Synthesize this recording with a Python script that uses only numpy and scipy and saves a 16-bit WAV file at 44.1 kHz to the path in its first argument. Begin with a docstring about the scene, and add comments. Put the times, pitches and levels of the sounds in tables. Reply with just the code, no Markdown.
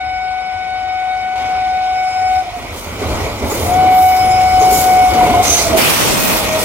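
"""An air horn sounds over a distant rumble, then again, louder, as an electric locomotive nears and sweeps
past two microphones. Air shakes the horn's diaphragm, and the note drops as it passes. The lower note is
a faint echo while the train approaches, then loud and fluttering as the horn moves away. Rails rumble,
wheels roar and knock over joints and points, and their rims (flanges) hiss and squeal against the rail."""
import sys
import numpy as np
from scipy import signal
from scipy.io import wavfile
from scipy.ndimage import uniform_filter1d

SR = 44100
rng = np.random.default_rng(int(sys.argv[2]) if len(sys.argv) > 2 else 0)


def generate_wav(signal):
    """Clip the signal to [-1, 1] and save it as 16-bit WAV at the path in sys.argv[1]."""
    frames = np.transpose(np.atleast_2d(signal))
    scaled = np.clip(frames, -1, 1) * 32767
    pcm = np.round(scaled).astype(np.int16)
    wavfile.write(sys.argv[1], SR, pcm)


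N = 292824
T = np.arange(N) / SR

SPEED_M_S, SOUND_M_S, PASS_S, TRACK_M = 29.1, 343, 5.6, 7.3  # the horn passes at PASS_S, TRACK_M away
HORN_HZ, FILL_S, FLAT_HZ = 681.3, .17, 52  # the note starts flat and climbs while air pressure builds
DROP_HZ, SAG_HZ_PER_S = 10, 95  # it drops and sags once the valve shuts
# A partial is a tone at a whole multiple of the note; partial 1 is the note itself.
# High partials: (multiple, level [dB] against partial 2 if below 7, otherwise against the treble level)
HIGH_PARTIALS = [(5, -15.5), (6, -23), (7, 2.5), (8, -9), (9, -15), (10, -5), (11, -5), (12, -14), (13, -7),
                 (14, -17), (16, -23)]
# Sound off the ground briefly cancels the direct note: (time [s], depth [dB], half length [s])
GROUND_DIPS = [(.43, -3, .04), (1.22, -3, .04), (2.125, -6, .04), (4.5, -3, .05), (4.8, -6.5, .11),
               (5.125, -8, .05), (5.54, -5, .07), (5.7, -10, .035)]
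# Each blast's course, before dips and fades:
# (time [s], partial 1 [dB], left over right [dB], treble level [dB])
BLAST_LEVELS = [
    [(0, -22, 5.5, -56), (.3, -20.5, 7, -56), (.58, -23, 8, -57), (1.07, -19, 6, -58),
     (1.44, -20, 4.5, -58), (1.52, -17, 3.5, -57), (1.85, -17, 3, -55), (2.09, -17, 3, -47),
     (2.39, -13, 5, -47), (2.45, -26, 1.5, -49), (2.55, -27, -4, -49), (2.72, -46, .5, -49)],
    [(3.62, -30, 4, -52), (3.72, -10.5, 5, -52), (4.04, -7.5, 0, -47), (4.16, -12.5, 4, -43),
     (4.68, -8.5, 3, -42), (5.0, -7.5, 2.5, -49), (5.4, -12, 2, -58), (5.45, -20, 2, -58),
     (5.76, -15, -6, -60), (5.83, -30, -10, -60)],
]
# The two blasts: (valve opens [s], valve shuts [s], silent [s], base level of partial 2 [dB],
# of partial 3 [dB], of partial 4 [dB], extra for partials above 7 [dB])
HORN_BLASTS = [(-.5, 2.41, 2.72, -33.5, -32, -50, -1.5), (3.62, 5.79, 5.83, -34, -29, -41.5, -6)]


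def horn_blast(blast, levels, scatter=.16, halo_db=-24):
    """Air shakes a diaphragm into a stack of partials; the higher ones twinkle more in moving air."""
    opens, shuts, end, db2, db3, db4, top_db = blast
    span = (T >= opens) & (T <= end)
    t = T[span]
    facing = ahead_m(t) / np.hypot(ahead_m(t), TRACK_M)  # 1 head-on, 0 alongside
    weak = np.clip(1 - (t - opens) / FILL_S, 0, 1)
    shut = np.clip((t - shuts) / .03, 0, 1)
    hz = HORN_HZ / (1 - facing * SPEED_M_S / SOUND_M_S)  # higher while it approaches
    hz = hz - FLAT_HZ * weak - shut * (DROP_HZ + SAG_HZ_PER_S * (t - shuts))
    # low pressure, a shut valve or being off to the side roughens the tone and thins the overtones
    aside = np.maximum(1 - facing - .11, 0)
    rough = np.clip(.08 + .35 * weak + .75 * shut + 4 * aside, 0, .9)
    thin_db = -30 * np.maximum(weak, shut) - 7 * (1 - facing)
    dip_db = sum(db * np.clip(1 - abs(t - s) / half_s, 0, 1) for s, db, half_s in GROUND_DIPS)
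    times, *columns = np.transpose(levels)
    note_db, side_db, treble_db = (np.interp(t, times, column) for column in columns)
    pan_db = side_db - .6 * dip_db  # each dip leans left
    overtones = [(2, db2), (3, db3), (4, db4)]
    overtones += [(k, (db2 if k < 7 else treble_db) + db + top_db * (k > 7)) for k, db in HIGH_PARTIALS]
    partials = [(1, note_db + dip_db)] + [(k, db + thin_db) for k, db in overtones]
    phase, size = 2 * np.pi * np.cumsum(hz) / SR, len(t)
    sound = np.zeros((2, size))
    for k, db in partials:
        tone = amp(db) * np.exp(1j * k * phase)
        blur = min(scatter * (k - 1), .85)
        twinkle = (1 + blur * wander(18 + 3 * k, size)) / np.hypot(1, blur)
        rasp = wander(min(35 + 15 * k, 95), size)
        direct = tone * (np.sqrt(1 - rough ** 2) * twinkle + rough * rasp)
        sound += stereo(direct, hz, pan_db, lead_rad=.65) if k == 1 else stereo(direct, k * hz)
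        # masts and track stones scatter a faint halo round each partial
        sound += amp(halo_db) * np.real([tone * wander(60, size), tone * wander(45, size)])
    out = np.zeros((2, N))
    out[:, span] = sound * np.minimum((end - t) / .052, 1) * np.minimum((t - opens) / .083, 1)
    return out


# The horn's lower, receding note: (time [s], level [dB])
RECEDING_LEVELS = [(0, -47), (.6, -43), (1.95, -40), (2.55, -43), (2.8, -55), (3.7, -52), (4.3, -39),
                   (5.9, -42), (6.15, -31), (6.36, -23), (6.48, -28), (6.56, -15), (6.6, -25), (6.64, -16)]
# Its overtones: (multiple, level against their shared level [dB])
RECEDING_OVERTONES = [(2, -4), (3, 0), (4, 3)]


def receding_horn():
    """The lower note: a faint echo as the train nears, then loud and fluttering as the horn moves away."""
    note_db = np.interp(T, *np.transpose(RECEDING_LEVELS))
    shared_db = np.minimum(note_db - 6.5, -34.5)
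    hz = HORN_HZ / (1 + SPEED_M_S / SOUND_M_S)
    out = np.zeros((2, N))
    for k, db in [(1, note_db)] + [(k, shared_db + db) for k, db in RECEDING_OVERTONES]:
        tone = amp(db) * np.exp(2j * np.pi * k * hz * T)
        flutter = np.array([.8 + .5 * wander(6 * k, N), .6 + .4 * wander(6 * k, N)])
        out += np.sqrt(2) * np.real(tone * flutter)
    return out


# The horn's echo: (time to fade by 60 dB [s], level [dB])
HORN_ECHO = (.7, -13)


def echoes(horn):
    """Masts, sheds and trees throw the horn back as a fading wash, different in each ear."""
    fade_s, db = HORN_ECHO
    t = np.arange(SR // 2) / SR
    tail = rng.standard_normal((2, len(t))) * (t > .02) * amp(-60 * t / fade_s)
    return amp(db) * signal.fftconvolve(horn, tail / np.linalg.norm(tail[0]), axes=1)[:, :N]


# Five layers of rolling noise, a row each for rumble, roar, clatter, hiss and sizzle:
# (level alongside [dB], loss over ground and air [dB/m], background level [dB])
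NOISE_LAYERS = [(-30, .045, -46), (-24.5, .16, -46), (-34, .02, -50), (-33, .11, -65), (-34, .22, -80)]
# Wheels cross joints and points: (start [s], end [s], rumble [dB], roar [dB], clatter [dB])
WHEEL_SURGES = [(.02, .15, -38, -52, -50), (1.36, 1.55, -34, -39, -39), (2.57, 2.75, -30, -35, -46),
                (2.84, 3.0, -38, -29, -44), (3.0, 3.25, -22.5, -23, -36), (3.41, 3.85, -25, -21, -38),
                (4.2, 4.6, -28, -30, -42), (4.6, 4.95, -30, -25, -40), (5.1, 5.4, -27, -20, -33),
                (5.43, 5.6, -40, -30, -29), (5.68, 5.78, -34, -16, -33), (5.76, 5.92, -32, -28, -19.5),
                (5.98, 6.33, -26, -21, -25.5), (6.4, 6.7, -36, -32, -32)]
# Flanges scrape the rail: (start [s], end [s], rise time [s], hiss [dB], sizzle [dB])
FLANGE_SCRAPES = [(1.35, 1.5, .03, -47, -57), (2.25, 2.38, .08, -50, -51), (2.53, 2.6, .06, -52, -46),
                  (2.6, 4.2, .2, -46, -45), (2.71, 2.81, .06, -42, -39), (2.94, 3.25, .15, -38, -42),
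                  (3.42, 3.68, .1, -34, -30), (3.87, 4.08, .11, -45, -33), (4.57, 4.68, .05, -35, -35),
                  (4.68, 4.8, .06, -25, -21), (5.42, 5.62, .02, -19.5, -25), (5.76, 5.95, .015, -24, -19.5),
                  (5.96, 6.13, .04, -21.5, -24), (6.13, 6.38, .06, -26, -23), (6.4, 6.55, .04, -32, -36),
                  (6.55, 6.7, .06, -28, -25)]


def layer_levels(t, train_m=30, doubling_db=3):
    """Each layer's level in dB: steady rolling that grows as the train nears, plus surges and scrapes."""
    metres = np.hypot(np.maximum(ahead_m(t), 0), train_m)  # this much train is heard as one source
    db, loss_db, quiet_db = np.transpose(NOISE_LAYERS)[:, :, None]
    steady_db = db - doubling_db * np.log2(metres / train_m) - loss_db * (metres - train_m)
    surges = bursts(t, WHEEL_SURGES, rise_s=.025, fall_s=.16)
    rows = np.array(FLANGE_SCRAPES)
    scrapes = bursts(t, np.delete(rows, 2, axis=1), rise_s=rows[:, 2:3], fall_s=.08)
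    return 10 * np.log10(amp(steady_db) ** 2 + amp(quiet_db) ** 2 + np.vstack([surges, scrapes]))


# Where the five layers lie: (low edge [Hz], high edge [Hz])
LAYER_BANDS = [(30, 130), (150, 600), (2350, 2900), (5400, 7300), (10500, 15700)]
# Tone colour of the rolling, far off and alongside: (frequency [Hz], relative level [dB])
FAR_COLOUR = [(15, -54), (30, -20), (48, 4), (95, 2), (140, -11.5), (250, -11.5), (449, -13), (637, -13),
              (1100, -20), (1680, -24.5), (2250, -21), (2800, -28.5), (7030, -36.5), (15800, -48)]
NEAR_COLOUR = [(15, -48), (25, -18), (66, -10), (174, 0.5), (299, 2.5), (834, -4), (1680, -13.5),
               (2390, -12.5), (4820, -16), (5670, -13.5), (15800, -28)]
# Ground and microphone housing dent and lift the far sound: (centre [Hz], width [Hz], change [dB])
FAR_DENTS = [(1720, 230, -9.5), (2630, 200, -5.5), (4670, 160, -0.5), (6700, 390, 1.5), (7920, 400, -1.5),
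             (9500, 290, 0)]
# Alongside, the two microphones hear the rolling less alike and the dents fill in: (time [s], nearness [0-1])
TRAIN_NEARNESS = [(0, 0), (5.0, 0.01), (5.72, .15), (5.82, 0.96), (6.28, .95), (6.4, .35), (6.64, .35)]


def rolling(size, patchy_db, flicker_db):
    """Wheels on rails make a broad noise, built here in overlapping frames of `size` samples."""
    hop = size // 4
    frames, hz = N // hop + 5, np.fft.rfftfreq(size, 1 / SR)
    t = np.arange(frames) * hop / SR
    a, b, c, d, patches = rng.standard_normal((frames, len(hz), 5)).T
    patches = unit_level(uniform_filter1d(uniform_filter1d(patches, 6, axis=0), 2304 // hop, axis=1))
    treble = np.clip(hz / 6000, 0, 1)[:, None]
    flicker = treble * unit_level(uniform_filter1d(rng.standard_normal(frames), 3))
    near = np.interp(t, *np.transpose(TRAIN_NEARNESS)).clip(0, 1)
    dents = sum(db * np.exp(-((hz - centre) / width) ** 2) for centre, width, db in FAR_DENTS)
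    colour = np.outer(look_up(FAR_COLOUR, hz) + dents, 1 - near) + np.outer(look_up(NEAR_COLOUR, hz), near)
    # bend the colour so that each band follows its layer's level
    lift = [db - 10 * np.log10((amp(colour[(hz > low) & (hz < high)]) ** 2).sum(0))
            for db, (low, high) in zip(layer_levels(t), LAYER_BANDS)]
    centres = np.log(np.prod(LAYER_BANDS, axis=1)) / 2
    blend = np.array([np.interp(np.log(hz + 1), centres, row) for row in np.eye(len(centres))])
    crossover = np.clip((hz - 200) / 200, 0, 1) * np.pi / 2
    share = np.cos(crossover) if size > 1000 else np.sin(crossover)  # long frames carry the bass
    gain = share[:, None] * amp(colour + blend.T @ lift + patchy_db * patches + flicker_db * flicker)
    alike = np.clip(np.outer(look_up(MIC_PAIR, hz), 1 - .95 * near), 0, 1)
    left = a + 1j * b
    right = alike * left + np.sqrt(1 - alike ** 2) * (c + 1j * d)
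    right *= np.exp(2j * np.pi * hz * LEFT_LAG_S)[:, None]
    tilt = left_gain(hz)[:, None]
    spectra = np.array([left * tilt, right / tilt]) * gain
    return signal.istft(spectra, nperseg=size, noverlap=size - hop)[1][:, :N]


# How wheel and rail ring: (pitch [Hz], relative level [dB], time to fade by 60 dB [s])
WHEEL_RINGS = [(95, 5, 0.19), (260, -1, 0.12), (430, 5.5, 0.11), (570, -8, 0.29), (980, -0.5, .1),
               (2270, 5, 0.055), (3270, -8, .04)]
# Wheels hit joints: (time [s], peak of the ring [dB], favoured pitch [Hz], rattle [dB])
JOINT_KNOCKS = [(1.355, -27, 900, -33), (1.415, -29, 260, -36), (1.49, -26, 900, -36),
                (1.56, -30, 570, -40), (2.572, -27, 260, -42), (3.016, -13, 430, -31),
                (3.148, -18, 95, -32), (3.265, -11, 570, -36), (3.422, -10.5, 570, -33),
                (3.52, -12, 430, -35), (4.617, -10, 430, -36), (4.72, -10, 430, -36), (5.209, -8, 980, -36),
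                (5.266, -12, 980, -36), (5.339, -9, 980, -34), (5.962, -22, 260, -30),
                (6.438, -16, 260, -34)]


def knocks(rattle_s=.35):
    """Each blow is a short rough burst that rings wheel and rail and shakes loose fittings."""
    out, t = np.zeros((2, N + SR)), np.arange(8000) / SR
    band = signal.butter(2, [450, 4500], "bandpass", fs=SR)
    for s, db, main_hz, rattle_db in JOINT_KNOCKS:
        ring = 0
        for hz, ring_db, fade_s in WHEEL_RINGS:
            level = amp(ring_db - 13 * abs(np.log2(hz / main_hz)) - 60 * t / fade_s)
            ring += level * np.sin(2 * np.pi * hz * rng.uniform(.95, 1.04) * t)
        blow = (1 + rng.standard_normal(200)) * np.exp(-np.arange(200) / 12)
        hit = signal.fftconvolve(ring, blow)[:len(t)]
        common, left, right = signal.lfilter(*band, rng.standard_normal((3, len(t))))
        rattle = unit_level(np.array([common + left, common + right]))
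        rattle *= amp(rattle_db - 60 * t / rattle_s) * np.minimum(t / .004, 1)
        out[:, round(s * SR):][:, :len(t)] += amp(db) * hit / abs(hit).max() + rattle
    return np.array([np.roll(out[0], round(LEFT_LAG_S * SR))[:N], out[1, :N]])


# Small random squeaks: (start [s], end [s], rate [1/s], rough pitch [Hz], lowest level [dB])
SMALL_SQUEAKS = (3.35, 4.45, 8, 7000, -45)
# Flanges squeal: (start [s], end [s], first pitch [Hz], last pitch [Hz], width [Hz], level [dB])
FLANGE_SQUEALS = [(3.493, 3.556, 7100, 6750, 500, -29), (4.211, 4.395, 10000, 10100, 500, -37),
                  (4.293, 4.36, 7200, 7100, 600, -35), (3.92, 4.297, 13500, 13170, 3000, -32.5),
                  (4.592, 4.68, 6700, 6500, 900, -28), (4.708, 4.865, 6860, 6700, 900, -25),
                  (4.699, 4.9, 12300, 12250, 250, -29), (5.0, 5.2, 10200, 10100, 120, -43),
                  (5.43, 5.696, 6300, 6110, 350, -22.5), (5.46, 5.67, 6300, 6020, 70, -16.5),
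                  (6.197, 6.356, 13800, 13100, 250, -32.5), (6.23, 6.34, 15300, 15000, 300, -30),
                  (6.15, 6.42, 14600, 14000, 2500, -27), (6.23, 6.34, 14800, 14350, 200, -33),
                  (6.36, 6.423, 13500, 13700, 80, -27)]


def squeals():
    """A slipping flange sings an unsteady, mostly falling note that bites quickly and dies slowly."""
    start, end, per_s, hz, db = SMALL_SQUEAKS
    squeaks = []
    for when, length, pitch, loudness in rng.random((round((end - start) * per_s), 4)):
        s = start + (end - start) * when
        glide_hz = hz * (.93 + .14 * pitch), hz * (.92 + .128 * pitch)
        squeaks.append((s, s + .027 + .071 * length, *glide_hz, 500, db + 9 * loudness))
    out = np.zeros((2, N))
    for start, end, from_hz, to_hz, width_hz, db in FLANGE_SQUEALS + squeaks:
        span = (T >= start) & (T < end)
        size = span.sum()
        hz, progress = np.linspace(from_hz, to_hz, size), np.linspace(0, 1, size)
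        swell = np.minimum(progress / .13, 1) * np.minimum((1 - progress) / .5, 1)
        tone = amp(db) * swell * np.exp(2j * np.pi * np.cumsum(hz) / SR)
        left = tone * left_gain(hz) * wander(width_hz, size)
        right = tone / left_gain(hz) * wander(width_hz, size)
        out[:, span] += np.sqrt(2) * np.real([left, right])
    return out


LEFT_LAG_S = .000091  # the left microphone hears later
# The two microphones: (frequency [Hz], how alike they sound [0-1], left over right [dB])
MIC_PAIR = [(60, .9, 0), (200, .9, -.5), (450, 0.95, -2.5), (810, 0.65, 1), (2000, 0.44, -1),
            (3500, 0.75, 0), (6140, 0.2, -7), (7800, 0.14, 2.5), (9500, 0.13, 6.5), (11100, .1, 1.5),
            (13500, .1, -9), (15700, .1, -10)]


def left_gain(hz):
    """The left microphone's gain at this pitch; the right one gets the inverse."""
    return amp(look_up(MIC_PAIR, hz, column=2) / 2)


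def stereo(tone, hz, pan_db=None, lead_rad=None):
    """A tone as the two microphones hear it: unequal in level, the right one slightly ahead."""
    gain = left_gain(hz) if pan_db is None else amp(pan_db / 2)
    lead_rad = 2 * np.pi * hz * LEFT_LAG_S if lead_rad is None else lead_rad
    left = gain * np.exp(-.5j * lead_rad)
    pair = np.array([left, 1 / left])
    return np.sqrt(2) * np.real(tone * pair / np.maximum(abs(pair.mean(0)), .4))


def ahead_m(t):
    """Metres of track left before the horn passes the microphones."""
    return SPEED_M_S * (PASS_S - t)


def bursts(t, rows, rise_s, fall_s):
    """Power over time for each level column: every row rises, holds and dies away."""
    rows = np.array(rows)
    rise = np.clip((t - rows[:, :1]) / rise_s, 0, 1)
    fall = np.exp(-np.maximum(t - rows[:, 1:2], 0) / fall_s)
    return amp(rows[:, 2:].T) ** 2 @ (rise * fall) ** 2


def wander(width_hz, size):
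    """A random wobble of level and phase; the wider it is, the faster it moves."""
    step = 32 if width_hz < 100 else 1
    pole = [1, -np.exp(-np.pi * width_hz * step / SR)]
    a, b = rng.standard_normal((size // step + 402, 2)).T
    wobble = unit_level(signal.lfilter([1], np.convolve(pole, pole), a + 1j * b)[400:])
    return np.interp(np.arange(size) / step, np.arange(len(wobble)), wobble)


def look_up(points, hz, column=1):
    """A table's value at any frequency, sliding between its rows."""
    table = np.transpose(points)
    return np.interp(np.log(hz + 1), np.log(table[0] + 1), table[column])


def unit_level(x):
    """Scale to an average power of 1."""
    return x / np.sqrt(np.mean(abs(x) ** 2) + 1e-20)


def amp(db):
    """Turn decibels into a gain."""
    return 10 ** (np.asarray(db) / 20)


def scene():
    """The horn, its echoes and its receding note over the noise of wheels and rails."""
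    horn = sum(horn_blast(blast, levels) for blast, levels in zip(HORN_BLASTS, BLAST_LEVELS))
    rails = rolling(size=4096, patchy_db=3, flicker_db=-3)
    rails += rolling(size=512, patchy_db=1.5, flicker_db=1.03)
    return horn + echoes(horn) + receding_horn() + rails + squeals() + knocks()


def record(dry):
    """A brief fade-in; overload rounds off the highest peaks; the very top of the treble is cut."""
    fade_in_s, top_hz = .008, 15850
    soft = np.minimum(T / fade_in_s, 1) * dry / (1 + abs(dry) ** 6) ** (1 / 6)
    lowpass = signal.firwin(511, top_hz, window=("kaiser", 9), fs=SR)
    return signal.oaconvolve(soft, lowpass[None], "same")


dry = scene()
out = record(dry)
generate_wav(out)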